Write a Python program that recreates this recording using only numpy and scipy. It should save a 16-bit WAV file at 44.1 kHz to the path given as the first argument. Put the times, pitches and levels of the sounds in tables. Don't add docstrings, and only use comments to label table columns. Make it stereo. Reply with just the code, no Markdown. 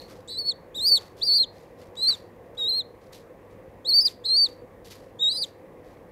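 import sys
import numpy as np
from scipy import signal
from scipy.fft import rfft, irfft, next_fast_len
from scipy.io import wavfile
from scipy.ndimage import uniform_filter1d, map_coordinates

SR = 44100
rng = np.random.default_rng(int(sys.argv[2]) if len(sys.argv) > 2 else 0)


def dump(signal):
    limited = np.clip(np.atleast_2d(signal).T, -1, 1)
    pcm = np.round(limited * 32767).astype(np.int16)
    wavfile.write(sys.argv[1], SR, pcm)


def linear_from_db(decibels):
    return 10 ** (np.asarray(decibels, float) / 20)


N = 269451
TIME = np.arange(N) / SR

# pitch_hz, level_db (per Hz)
HUM_COLOUR = [(15, -56), (25, -20), (43, -10.5), (102, -13), (188, -10.5), (228, -13), (363, -8.5),
              (412, -11), (499, -1.5), (604, -12.5), (964, -17.5), (1100, -17.5), (1380, -28.5),
              (1900, -23.5), (4000, -47.5), (5200, -95.5), (8800, -120)]
# pitch_hz, likeness (0 to 1)
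HUM_LIKENESS = [(30, 1), (60, 0.79), (130, 0.95), (290, 0.99), (640, 1), (1410, 0.11), (3000, 0.15)]
# pitch_hz, level_db
HUM_BALANCE = [(60, 0.5), (200, 0.5), (500, -0.5), (1290, -6.5), (2380, -6.5), (4400, -6)]
# pitch_hz, lead_radians
HUM_LEFT_LEAD = [(100, 0.28), (690, -1.2), (1300, -1.2)]
# pitch_hz, level_db
MAINS_TONE = [(100, -61.5)]
# start_s, level_db, rise_s, t60_s (time to fall 60 dB), dull_db (weight of the drag)
GROUND_SCUFFS = [(.0, -64, 0.011, 0.29, -7), (0.071, -61.5, 0.015, .4, -1),
                 (0.958, -56.5, 0.034, 0.36, -1.5), (1.16, -62.5, 0.014, 0.33, -16),
                 (1.519, -69.5, 0.023, .6, -27), (1.768, -60.5, 0.037, 0.3, -3.5),
                 (1.953, -65.5, .001, .04, -15), (2.079, -72.5, 0.0036, .16, 20.5),
                 (2.088, -54.5, 0.015, 0.31, -6.5), (2.459, -72, 0.00095, 0.026, -15),
                 (2.548, -70.5, 0.0011, 0.052, 3), (2.58, -69.5, 0.008, 0.21, 4.5),
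                 (3.0, -71, 0.022, .35, -10), (3.118, -57.5, 0.0082, .25, -33),
                 (3.49, -76.5, 0.013, 0.25, -13.5), (4.054, -48, 0.011, .18, -14),
                 (4.458, -65.5, 0.0039, .3, -4), (4.839, -60.5, 0.0093, 0.28, -22),
                 (4.9, -57, 0.0033, 0.28, -7.5), (5.013, -72.5, 0.0076, .3, -6.5),
                 (5.418, -57.5, 0.014, 0.23, -31), (5.82, -68, 0.047, 0.444, -11)]
# pitch_hz, level_db (per Hz)
GRIT_COLOUR = [(700, -42.5), (2000, -5.5), (4450, -1), (9000, -12), (12500, -10.5), (15700, -24)]
# pitch_hz, level_db (per Hz)
DULL_COLOUR = [(300, -5), (800, -14.5), (1150, -0.5), (1900, -7), (3000, -16.5), (5000, -48.5)]
# time_s, pitch_hz, level_db
FIRST_PEEPS = [
    [(.285, 3800, -43.5), (.315, 4004, -37.5), (.37, 4002, -33), (.392, 4582, -27.5), (.415, 4407, -31.5),
     (.435, 4293, -41), (.455, 4380, -33), (.497, 4448, -21)],
    [(.75, 3650, -38), (.768, 3976, -34.5), (.792, 3560, -31), (.818, 4048, -29), (.855, 4380, -21),
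     (.88, 4955, -18.5), (.905, 4640, -27), (.92, 4510, -14), (.958, 4430, -19)],
    [(1.235, 4620, -19), (1.251, 4680, -31), (1.267, 4816, -24.5), (1.297, 4380, -18.5),
     (1.347, 4540, -20.5), (1.37, 4750, -18), (1.392, 4290, -26), (1.403, 4230, -14.5), (1.42, 4230, -17.5)],
]
# time_s, pitch_hz, level_db
SINGLE_PEEPS = [
    [(1.974, 3873, -39), (2.012, 3960, -30), (2.033, 4200, -20), (2.064, 4092, -21), (2.093, 4697, -17),
     (2.117, 3933, -23), (2.126, 4016, -25.5)],
    [(2.581, 3894, -35.5), (2.622, 3720, -26), (2.672, 3815, -27), (2.698, 4310, -20.5),
     (2.717, 3924, -25.5), (2.735, 4180, -24), (2.75, 4130, -24), (2.765, 4300, -24), (2.793, 4231, -22)],
]
# time_s, pitch_hz, level_db
FINAL_PEEPS = [
    [(3.854, 3700, -36), (3.892, 4548, -20.5), (3.922, 4098, -20), (3.94, 4508, -17), (3.965, 4646, -17.5),
     (3.994, 4504, -14), (4.02, 4897, -30), (4.042, 4604, -29.5), (4.058, 4990, -15)],
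    [(4.252, 4027, -33), (4.263, 4360, -22.5), (4.278, 4067, -28), (4.305, 4137, -20.5),
     (4.336, 4283, -17.5), (4.36, 4364, -18), (4.378, 4760, -18.5), (4.395, 4527, -17.5),
     (4.444, 4626, -17.5)],
    [(5.195, 3605, -37.5), (5.226, 3838, -21.5), (5.245, 3725, -21.5), (5.285, 3832, -21),
     (5.32, 4600, -28), (5.337, 4990, -37), (5.368, 4864, -29.5), (5.4, 4880, -32.5), (5.423, 4740, -24.5)],
]
# start_s, length_s, gap_hz, level_db
SPLITS = [
    (.275, .08, 400, -46),
    (.862, .052, -220, -23),
    (.946, .04, -330, -28),
    (1.246, .016, 680, -35),
    (1.428, .024, -400, -41),
    (4.0, .038, 310, -22),
    (4.048, .028, 250, -26),
    (4.25, .024, -350, -34),
    (4.278, .026, 300, -33),
    (5.413, .038, -380, -29),
]
# time_s, pitch_hz, level_db
OWN_WAY = [
    [(1.265, 4230, -35), (1.275, 4250, -30), (1.3, 4190, -27), (1.322, 4280, -25), (1.34, 4120, -25),
     (1.368, 4450, -24), (1.392, 4020, -24), (1.402, 4120, -35)],
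    [(5.303, 3950, -38), (5.32, 3860, -28), (5.336, 4020, -33), (5.344, 4150, -36), (5.356, 4010, -32),
     (5.368, 4020, -30), (5.376, 4450, -31), (5.408, 4620, -36)],
]
# overtone_db, third_partial_db, haze_db, rasp_db
PEEP_TONE = [
    (-23.5, -3.5, -28, -39),
    (-19.5, 6, -34, -39.5),
    (-25.5, -5, -36, -55),
    (-20, -5.5, -28.5, -39.5),
    (-28, -1.5, -32.5, -56),
    (-23.5, -0.5, -34, -52),
    (-22.5, -8, -34, -50.5),
    (-19, -5.5, -36, -46),
]
# left_over_right_db, left_lead_radians, right_notch_hz
MIC_POSE = [
    (0.5, .1, 4020),
    (6, 0.4, 4200),
    (5, 0.89, 4230),
    (3.5, .3, 4100),
    (2, .2, 4270),
    (4.5, .3, 4260),
    (3, .2, 4320),
    (1.5, 0.92, 4330),
]
# pitch_hz, level_db
OVERTONE_COLOUR = [(6500, 3.5), (7900, 2.5), (8650, -2.5), (9500, 3), (10500, -1)]
# pitch_hz, level_db
THIRD_PARTIAL = [(9000, -51), (11500, -29.5), (13500, -25.5), (15500, -26.5)]
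# pitch_hz, level_db
THROAT_COLOUR = [(3000, -12.5), (3800, -5), (4600, -4), (5200, -3.5), (5900, -27)]
# pitch_hz, level_db (per Hz)
RASP_COLOUR = [(2500, -25.5), (5500, 7), (9000, 2), (11000, -11), (14000, -17), (15700, -9.5)]
# pitch_hz, level_db
RIGHT_SHADOW = [(6000, -4), (8000, -11), (10000, -26.5), (13500, -14)]
# pitch_hz, t60_s
YARD_FADE = [(2000, .3), (4500, .3), (12000, .18)]
# pitch_hz, level_db (per Hz)
HISS_COLOUR = [(1500, -28.5), (3500, -3), (8000, -7.5), (13000, -5.5), (15700, -6)]
# pitch_hz, level_db
FAINT_LIMIT = [(2800, -66.5), (3300, -41.5), (5600, -42), (7000, -70.5), (9000, -50), (11000, -59.5),
               (15000, -59)]


def unit(x):
    return x / np.sqrt(np.mean(np.abs(x) ** 2) + 1e-20)


def along(points, hz):
    f, v = np.transpose(points)
    return np.interp(np.log(np.abs(hz) + 1), np.log(f + 1), v)


def wobble(rate):
    return map_coordinates(rng.standard_normal(int(N * rate / SR) + 4), [TIME * rate])


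def filtered(x, response):
    m = next_fast_len(N + SR // 2)
    return irfft(rfft(x, m) * response(np.fft.rfftfreq(m, 1 / SR)), m)[..., :N]


def rush(spectrum, alike, patchy_db):
    z = signal.stft(rng.standard_normal((2, N + 512)), nperseg=512)[2]
    field = uniform_filter1d(rng.standard_normal(z.shape[1:]), 6, 0)
    field = uniform_filter1d(field, 10, 1)
    pair = signal.istft(z * linear_from_db(patchy_db * unit(field)), nperseg=512)[1][:, :N]

    def mid_side(hz):
        turn = np.arccos(np.clip(along(alike, hz), -1, 1)) / 2
        return linear_from_db(along(spectrum, hz)) * [np.cos(turn), np.sin(turn)]

    mid, side = filtered(pair, mid_side)
    return unit(np.array([mid + side, mid - side]))


def hum():
    ports = np.array([[.5], [-.5]])

    def to_ports(hz):
        return linear_from_db(ports * along(HUM_BALANCE, hz)) * np.exp(1j * ports * along(HUM_LEFT_LEAD, hz))

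    level_db = -47 + .5 * wobble(2.9)
    roar = linear_from_db(level_db) * filtered(rush(HUM_COLOUR, HUM_LIKENESS, patchy_db=1.3), to_ports)
    tone = 0
    for hz, db in MAINS_TONE:
        strength = linear_from_db(db + 2.5 + 2 * wobble(31))
        tone = tone + strength * np.sin(2 * np.pi * np.cumsum(hz + 2.5 * wobble(16)) / SR)
    return roar + tone


def earlier_peep():
    echo = rush([(3400, -26), (4250, 2.0), (4500, 1.0), (4900, -27)], [(4000, 0.35)], patchy_db=5.0)
    return linear_from_db(-48 - 60 * TIME / .3) * echo


def scuffs():
    grit_power, dull_power = np.zeros(N), np.zeros(N)
    for s, db, rise, t60, dull_db in GROUND_SCUFFS:
        t = np.maximum(TIME - s, 0)
        swell = linear_from_db(db - 60 * t / t60) * (1 - np.exp(-t / rise)) ** 2
        grit_power += swell ** 2
        dull_power += (swell * linear_from_db(dull_db)) ** 2
    crunch = linear_from_db(15.5 + 2.7 * wobble(250))
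    alike = [(1000, 0.13)]
    grit = np.sqrt(grit_power) * rush(GRIT_COLOUR, alike, patchy_db=0.0)
    dull = np.sqrt(dull_power) * rush(DULL_COLOUR, alike, patchy_db=0.5)
    return crunch * (grit + dull)


def shaped(note):
    from_hz, scoop_hz_per_s, attack_db = 3100, 60000, 27
    release_s, rest_hz, release_db = .029, 3336, 19.5
    (s, hz, db), (end, end_hz, end_db) = note[0], note[-1]
    rise = hz - from_hz
    scoop = [(s - u * rise / scoop_hz_per_s, hz - u * rise, db - attack_db * share)
             for u, share in [(0.92, 0.96), (.5, .33)]]
    fall = [(end + release_s * u, end_hz + (rest_hz - end_hz) * share, end_db - release_db * share)
            for u, share in [(.5, .4), (1, 0.96)]]
    return [*scoop, *note, *fall]


def glides(notes, round_s):
    s, *cols = np.transpose(np.concatenate(notes))
    size = max(round(round_s * SR), 1)
    gate = sum((TIME > note[0][0]) & (TIME < note[-1][0]) for note in notes) > 0
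    curves = []
    for col in cols:
        once = uniform_filter1d(np.interp(TIME, s, col), size)
        curves.append(uniform_filter1d(once, size))
    return curves, uniform_filter1d(gate * 1., size)


def other_side(hz):
    part, close_gap, edge_db = 0.26, .25, 16.5
    arch = [(0, close_gap, edge_db), (part, 1, 0), (1 - part, 1, 0), (1, 1, edge_db)]
    splits = [[(s + length * u, 1, gap * wide, db - fade) for u, wide, fade in arch]
              for s, length, gap, db in SPLITS]
    held = [[(s, 0, own, db) for s, own, db in note] for note in OWN_WAY]
    (follow, own_hz, db), gate = glides(sorted(splits + held), round_s=.004)
    return follow * hz + own_hz, db, gate


def membrane(hz, db, gate, flutter_hz, tremor_db):
    phase = 2 * np.pi * np.cumsum(hz + flutter_hz * wobble(250)) / SR
    return np.sqrt(2) * gate * linear_from_db(db + tremor_db * wobble(120)) * np.exp(1j * phase)


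def timbre(hz, db, split, which, start, end):
    over_db, third_db, haze_db, rasp_db = np.transpose(PEEP_TONE)[:, which]
    effort = db + 23
    high = np.maximum(hz - 4300, 0) / 1e3
    fresh = np.exp(-np.abs(TIME - start[which]) / 0.035)
    strain = np.exp(-np.abs(end[which] - TIME) / .02)
    over_db = over_db - 0.58 * effort + 3 * strain + along(OVERTONE_COLOUR, 2 * hz) + 2.5 * wobble(45)
    third_db = third_db - 0.34 * effort - 1.5 * split - 7 * strain + 2.5 * wobble(45)
    haze_db = haze_db - 0.33 * effort + 10 * fresh + 7.5 * split + 6.5 * high
    rasp_db = rasp_db - 0.014 * effort + 7 * fresh + 7.5 * strain + 4.5 * split + 8.5 * high
    return over_db, third_db, haze_db, rasp_db


def windpipe(pipe, hz, db, over_db, third_db, haze_db, rasp_db):
    size = np.sqrt(np.abs(uniform_filter1d(np.abs(pipe) ** 2, size=400))) + 1e-6
    bouts_db = 2.5 * wobble(60)

    def haze(width_hz):
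        return linear_from_db(haze_db + bouts_db) * (wobble(width_hz) + 1j * wobble(width_hz))

    def throat(x):
        return filtered(x, lambda f: linear_from_db(along(THROAT_COLOUR, f)))

    beat = np.abs(pipe) ** 2 / size ** 2 - 1
    pull = .19 + .8 * linear_from_db(-(db + 38) ** 2 / 6) * (TIME < .4)
    around = pipe * (pull * beat + haze(2200))
    whistle = pipe + throat(around.real) + 1j * throat(around.imag)
    second = linear_from_db(over_db) * pipe ** 2 / size * (1 + linear_from_db(6) * haze(2500))
    third = linear_from_db(along(THIRD_PARTIAL, 3 * hz) + third_db) * pipe ** 3 / size ** 2
    third = third * (1 + linear_from_db(14.5) * haze(2700))
    fourth = linear_from_db(third_db - 38) * (4 * hz < 16000) * pipe ** 4 / size ** 3
    rasp_level = linear_from_db(rasp_db + 2.5 * wobble(90)) * size
    rasp = rasp_level * rush(RASP_COLOUR, [(5000, 0.094)], patchy_db=6.0)
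    return whistle, np.real(second + third + fourth) + rasp


def at_ports(whistle, over, which):
    pan_db, lead, notch_hz = np.transpose(MIC_POSE)[:, which]
    port_lag_s = 10 / SR

    def late(f):
        return np.exp(-2j * np.pi * f * port_lag_s)

    left = linear_from_db(pan_db / 2) * (np.real(whistle) + over[0])
    right = filtered(np.real(linear_from_db(-pan_db / 2) * np.exp(-1j * lead) * whistle), late)
    mirror_s = 4.5 / notch_hz
    right = right + .4 * map_coordinates(right, [(TIME - mirror_s) * SR])
    shaded = filtered(over[1], lambda f: linear_from_db(along(RIGHT_SHADOW, f)) * late(f))
    return np.array([left, right + linear_from_db(pan_db / 2) * shaded])


def chick():
    notes = [shaped(note) for note in FIRST_PEEPS + SINGLE_PEEPS + FINAL_PEEPS]
    (hz, db), gate = glides(notes, round_s=.0045)
    split_hz, split_db, split_gate = other_side(hz)
    start, end = np.transpose([(note[0][0], note[-1][0]) for note in notes])
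    which = np.searchsorted((start[1:] + end[:-1]) / 2, TIME)
    tone = timbre(hz, db, split_gate, which, start, end)
    pipe = membrane(hz, db, gate, flutter_hz=20, tremor_db=.3)
    pipe = pipe + membrane(split_hz, split_db, split_gate, flutter_hz=30, tremor_db=.8)
    whistle, over = windpipe(pipe, hz, db, *tone)
    return at_ports(whistle, over, which)


def yard(x):
    hz, t, z = signal.stft(rng.standard_normal((2, SR // 2)), SR, nperseg=256)
    fade = linear_from_db(-60 * t / along(YARD_FADE, hz)[:, None])
    tail = signal.istft(z * fade, SR, nperseg=256)[1]
    tail = tail / np.linalg.norm(tail[0])
    delayed = np.pad(x, (250, 0))[None]
    return signal.fftconvolve(delayed, tail, axes=1)[:, :N]


def masked(x, band_hz, from_hz):
    hz, _, z = signal.stft(x, SR, nperseg=2048)
    band = (hz // band_hz).astype(int)
    power = np.array([np.mean(np.abs(z[:, band == b]) ** 2, axis=(0, 1)) for b in range(band[-1] + 1)])
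    under_db = along(FAINT_LIMIT, band_hz * np.arange(len(power)))[:, None]
    under_db = under_db + 2 * rng.standard_normal(power.shape)
    heard = power > power.max(axis=0) * linear_from_db(under_db) ** 2
    keep = heard[band] | (hz < from_hz)[:, None]
    return signal.istft(z * keep * (hz < 15710)[:, None], SR, nperseg=2048)[1][:, :N]


def scene():
    background = hum() + earlier_peep() + scuffs()
    bird = chick()
    echo = linear_from_db(-25.5) * yard(bird.mean(axis=0))
    return background + bird + echo


def roll_off(x):
    return signal.sosfilt(signal.butter(12, 15710, fs=SR, output="sos"), x)


def record(dry):
    hiss = linear_from_db(-69) * rush(HISS_COLOUR, [(1000, .03)], patchy_db=.4)
    mix = masked(dry + hiss, band_hz=520, from_hz=2600)
    return roll_off(mix)


dry = scene()
out = record(dry)
dump(out)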